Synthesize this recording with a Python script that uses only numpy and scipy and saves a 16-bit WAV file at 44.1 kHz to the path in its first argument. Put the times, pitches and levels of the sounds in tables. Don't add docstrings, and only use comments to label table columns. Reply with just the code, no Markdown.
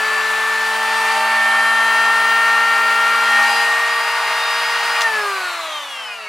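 import sys
import numpy as np
from scipy import signal
from scipy.fft import rfft, irfft
from scipy.io import wavfile

SR = 44100
rng = np.random.default_rng(int(sys.argv[2]) if len(sys.argv) > 2 else 0)


def materialize(psi):
    bounded = np.clip(np.atleast_2d(psi).T, -1, 1)
    quanta = np.round(bounded * 32767).astype(np.int16)
    wavfile.write(sys.argv[1], SR, quanta)


N = 276948
TIME = np.arange(N) / SR
BINS = np.maximum(np.arange(N // 2 + 1) * SR / N, 1)
CUT_S = 5.007


def undb(db):
    return 10 ** (np.asarray(db) / 20)


def curves(table):
    s, *columns = np.transpose(table)
    return [np.interp(TIME, s, column) for column in columns]


def colour(points, at=BINS):
    hz, db = np.transpose(points)
    return undb(np.interp(np.log(at), np.log(hz), db))


def shape(x, gain):
    return irfft(rfft(x) * gain, N)


def noise():
    return rng.standard_normal((2, N)) * np.sqrt(SR / 2)


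def wander(rate):
    levels = rng.standard_normal(size=1024)
    return np.interp(TIME * rate, np.arange(len(levels)), levels) * np.sqrt(3 / 2)


def partial(turns, db, flutter_db):
    level = undb(db + flutter_db * wander(25))
    start = rng.random()
    return level * np.sin(2 * np.pi * (turns + start))


def resonance_db(table, at):
    return sum(db / (1 + (2 * (at - centre) / width) ** 2) for centre, width, db in table)


def drum_speed():
    cold_hz, warm_hz, warm_up_s = 218.5, 239.3, 3.8
    drag_s, friction_hz = 2.91, 133.5
    powered = warm_hz - (warm_hz - cold_hz) * np.exp(-np.minimum(TIME, CUT_S) / warm_up_s)
    coasting = np.exp(-np.maximum(TIME - CUT_S, 0) / drag_s)
    return (powered + friction_hz) * coasting - friction_hz


def freewheeling():
    return np.clip((TIME - CUT_S) * 20, 0, 1)


# (time [s], angle [degrees], nearness [dB])
TOOL_POSE = [(0, 18.5, -0.2), (.6, 34, -0.8), (.79, 50, -0.2), (1.1, 46.5, 1), (1.23, 67, 0.6),
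             (1.45, 96, .9), (2, 115, 0.84), (2.6, 124.5, 0.5), (3.22, 124.5, 1), (3.38, 96, 3),
             (3.56, 55, 2.5), (3.78, 27, -0.5), (4.17, 6, -1), (4.95, 11.5, 0.06), (5.5, 23, 1.25),
             (6.28, 38, -0.8)]


def beam_db(beam, speed):
    db, turn_db, lobe_db, lobe_angle, spacing, octave_db = beam
    angle, near_db = curves(TOOL_POSE)
    second_opening = np.tanh(np.log(undb(lobe_db)))
    lobe_phase = 2 * np.pi * (angle - lobe_angle) / spacing
    lobes = 20 * np.log10(np.abs(1 + second_opening * np.exp(1j * lobe_phase)))
    per_quarter_turn = turn_db * angle / 90
    return db + near_db + per_quarter_turn + lobes + octave_db * np.log2(speed)


DRUM_PARTIALS = {1: (-53.5, 2.5, 5, 85, 150, 32), 2: (-46.5, -1, 11, 31.5, 114, 22),
                 4: (-31.5, -3, 3.5, 63, 69, 15.5), 6: (-40, 11, 1, 150, 160, 12),
                 8: (-23.5, -0.6, 3.5, 33, 57.5, 34), 10: (-43, 11, 4, 20, 64, 16),
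                 12: (-36, 0.8, 13, 65, 56, 39), 14: (-42, 8, 4, 13, 46, 17)}
# (frequency [Hz], width [Hz], lift at full speed [dB])
CHAMBER_RESONANCES = [(215.4, 17.2, 15), (407.7, 78, 18.5), (638, 107, 18), (900.4, 33, 11.5),
                      (1200, 130, 21.5), (1455, 118, 12), (1714, 132, 9.5), (1823.4, 39.8, 12.5)]


def drum_whine(turns, hz, speed):
    lag_s = 0.0069
    drive = speed ** 0.9
    rung_hz = np.interp(TIME - lag_s, TIME, hz)
    whine = 0
    for k, beam in DRUM_PARTIALS.items():
        lift_db = drive * resonance_db(CHAMBER_RESONANCES, k * rung_hz)
        whine = whine + partial(k * turns, beam_db(beam, speed) + lift_db, flutter_db=0.06 * k)
    return whine


# (base level [dB], gain per quarter turn [dB], lobe depth [dB], lobe angle [degrees],
#  lobe spacing [degrees], gain per octave of speed [dB])
POLE_HUM_BEAM = (-33.5, 5.5, 4, 70, 101, 33)
SLOT_WHISTLE_BEAM = (-34.5, -5, 4.5, 61.5, 59, -6)
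# (speed [share of full], width [share of full], lift [dB])
CRITICAL_SPEEDS = [(0.65, 0.04, 6.8), (0.559, 0.078, 11.8)]


def motor_whine(turns, speed):
    poles, slots, unpowered_db = 2, 12, -5
    hum = partial(poles * turns, beam_db(POLE_HUM_BEAM, speed), flutter_db=2.6)
    free_db = unpowered_db + resonance_db(CRITICAL_SPEEDS, speed)
    slot_db = beam_db(SLOT_WHISTLE_BEAM, speed) + freewheeling() * free_db
    return hum + partial(slots * turns, slot_db, flutter_db=2 / speed)


# (multiple of drum speed, level at full speed [dB])
WEAK_DRUM_LINES = [(3, -38), (5, -31), (7, -39), (9, -39), (16, -43), (18, -39), (20, -46)]
# (multiple of motor speed, level under power [dB], level freewheeling [dB])
WEAK_MOTOR_LINES = [(1, -40, -60), (3, -37, -47), (4, -36, -41), (5, -41, -44), (6, -39, -48),
                    (7, -35, -36), (8, -43, -43), (9, -41, -41), (10, -43, -41), (11, -41, -45),
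                    (14, -48, -39), (16, -50, -49), (17, -50, -47), (24, -48, -43.5), (39, -50, -62)]
# (drum multiple, motor multiple, level at full speed [dB])
BELT_TONES = [(1, 1, -34.5), (2, 1, -36), (1, 2, -42.5), (1, 3, -32), (6, 1, -35)]


def buzz(drum, motor, speed):
    def line(turns, db):
        return partial(turns, db + 2 * wander(3.17), flutter_db=2.0)

    free = freewheeling()
    shake_db = -4 * np.minimum(((speed - .6) / .22) ** 2, 1)
    knives = sum(line(round(k) * drum, db) for k, db in WEAK_DRUM_LINES)
    armature = 0
    for k, on_db, off_db in WEAK_MOTOR_LINES:
        level_db = (1 - free) * on_db + free * (off_db + shake_db)
        armature = armature + line(round(k) * motor, level_db)
    belt = sum(line(round(j) * drum + round(k) * motor, db) for j, k, db in BELT_TONES)
    return armature + (knives + belt) * speed ** 6


def brushes(turns, speed):
    first, last, slots = 13, 56, 12
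    db, slot_db, sway_db, flutter_db = -49, 1.5, 3, 2.5
    comb = 0
    for k in range(first, last):
        level_db = db + slot_db * np.cos(2 * np.pi * k / slots) + sway_db * wander(4)
        dulling = (first / k) ** (1 / speed)
        comb = comb + dulling * partial(k * turns, level_db, flutter_db)
    return comb / np.sqrt(speed)


# (frequency [Hz], level [dB])
HOUSING_RADIATION = [(150, -60), (400, -9), (620, 1), (4200, 0), (5600, -3), (9500, -1), (15000, -4)]


def housing(drum, motor, speed):
    vibration = buzz(drum, motor, speed) + brushes(motor, speed)
    return shape(vibration, colour(HOUSING_RADIATION))


# (centre [Hz], base level [dB], gain per quarter turn [dB], lobe depth [dB], lobe angle [degrees],
#  lobe spacing [degrees], gain per octave of speed [dB])
AIR_BANDS = [(650, -1.36, 0.2, 0.78, 96, 92, 7.7), (1800, 0.19, -1, 0.21, 17, 59, 13),
             (4970, -1.06, -1.3, 0.2, 11, 150, 10.8), (10000, -2.6, 3, 1.9, 25, 190, 9.4)]
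# (frequency [Hz], level [dB per Hz])
AIR_SPECTRUM = [(140, -103), (230, -81.5), (340, -83.5), (400, -74), (500, -74.5), (600, -62.5), (800, -62),
                (1300, -55), (2600, -58), (3500, -66.5), (5500, -70), (10500, -76), (12800, -83),
                (15800, -94)]
# (frequency [Hz], width [Hz], lift [dB])
HOUSING_CAVITIES = [(640, 31, 1), (900, 260, 5.5), (1164, 74, 8.5), (2800, 600, 1), (4130, 1100, 4)]


def air(turns, speed, flicker_db=0.62):
    chop, unpowered_db = .11, -2
    gain = colour(AIR_SPECTRUM) * undb(resonance_db(HOUSING_CAVITIES, BINS))
    chopping = np.sin(2 * np.pi * turns) + np.cos(2 * np.pi * 2 * turns)
    rush = noise() * (1 + chop * chopping)
    centres = [row[0] for row in AIR_BANDS]
    out = 0
    for share, (_, *beam) in zip(np.eye(len(AIR_BANDS)), AIR_BANDS):
        band = np.interp(np.log(BINS), np.log(centres), share)
        level_db = beam_db(beam, speed) + flicker_db * wander(35)
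        out = out + shape(rush, gain * band) * undb(level_db)
    return out * undb(unpowered_db * freewheeling())


# (frequency [Hz], level [dB per Hz])
ROOM_SPECTRUM = [(50, -100), (80, -94), (130, -99), (16000, -120)]


def room_tone():
    return shape(noise(), colour(ROOM_SPECTRUM))


# (time [s], level [dB], decay [s])
TRIGGER_SNAPS = [(5.009, -18.5, 0.0041), (5.015, -25, 0.0038), (5.018, -17.5, 0.0072), (5.033, -26, 0.0063)]
# (frequency [Hz], level [dB])
SNAP_SPECTRUM = [(300, -38), (2000, 2), (3500, -3), (6000, -3.5), (9500, -16), (13000, -22)]


def switch():
    force = 0
    for s, db, decay in TRIGGER_SNAPS:
        force = force + undb(db) * (TIME >= s) * np.exp(-np.abs(TIME - s) / decay)
    gain = colour(SNAP_SPECTRUM)
    return shape(force * rng.standard_normal((2, N)), gain / np.sqrt(np.mean(gain ** 2)))


def shelves(x, t60, wet_db):
    t = TIME[:SR // 2]
    decay = np.exp(-np.log(1000) * t / t60)
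    echoes = rng.standard_normal((2, len(t))) * decay * (t > .002)
    echoes /= np.sqrt(np.sum(echoes ** 2, axis=1, keepdims=True))
    mid, side = signal.fftconvolve(x[None], echoes, axes=1)[:, :N]
    wet = undb(wet_db)
    return np.array([(x + wet * mid) / np.hypot(1, wet), side])


# (frequency [Hz], gain of the side [dB])
STEREO_WIDTH = [(150, -60), (350, -34), (1400, -18.5), (5600, -12), (14000, -4.5)]
# (frequency [Hz], left gain over right gain [dB])
STEREO_LEAN = [(500, -.2), (1400, 1.1), (5600, 1.3), (10000, 2.7), (14000, .7)]


def scene():
    hz = drum_speed() * (1 + .0003 * wander(12))
    speed = hz / hz.max()
    drum = np.cumsum(hz) / SR
    rocking = .014 * (1 - speed) * wander(110)
    motor = 1.7612 * drum + rocking
    lines = (shelves(drum_whine(drum, hz, speed), t60=0.13, wet_db=-26)
             + shelves(motor_whine(motor, speed), t60=0.13, wet_db=-15)
             + shelves(housing(drum, motor, speed), t60=0.13, wet_db=-7))
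    mid, side = lines + air(drum, speed) + room_tone() + switch()
    side = shape(side, colour(STEREO_WIDTH))
    lean = np.sqrt(colour(STEREO_LEAN))
    return np.array([shape(mid + side, lean), shape(mid - side, 1 / lean)])


def record(dry):
    top_hz = 15800
    return signal.sosfilt(signal.ellip(10, .2, 80, top_hz, fs=SR, output="sos"), dry)


dry = scene()
out = record(dry)
materialize(out)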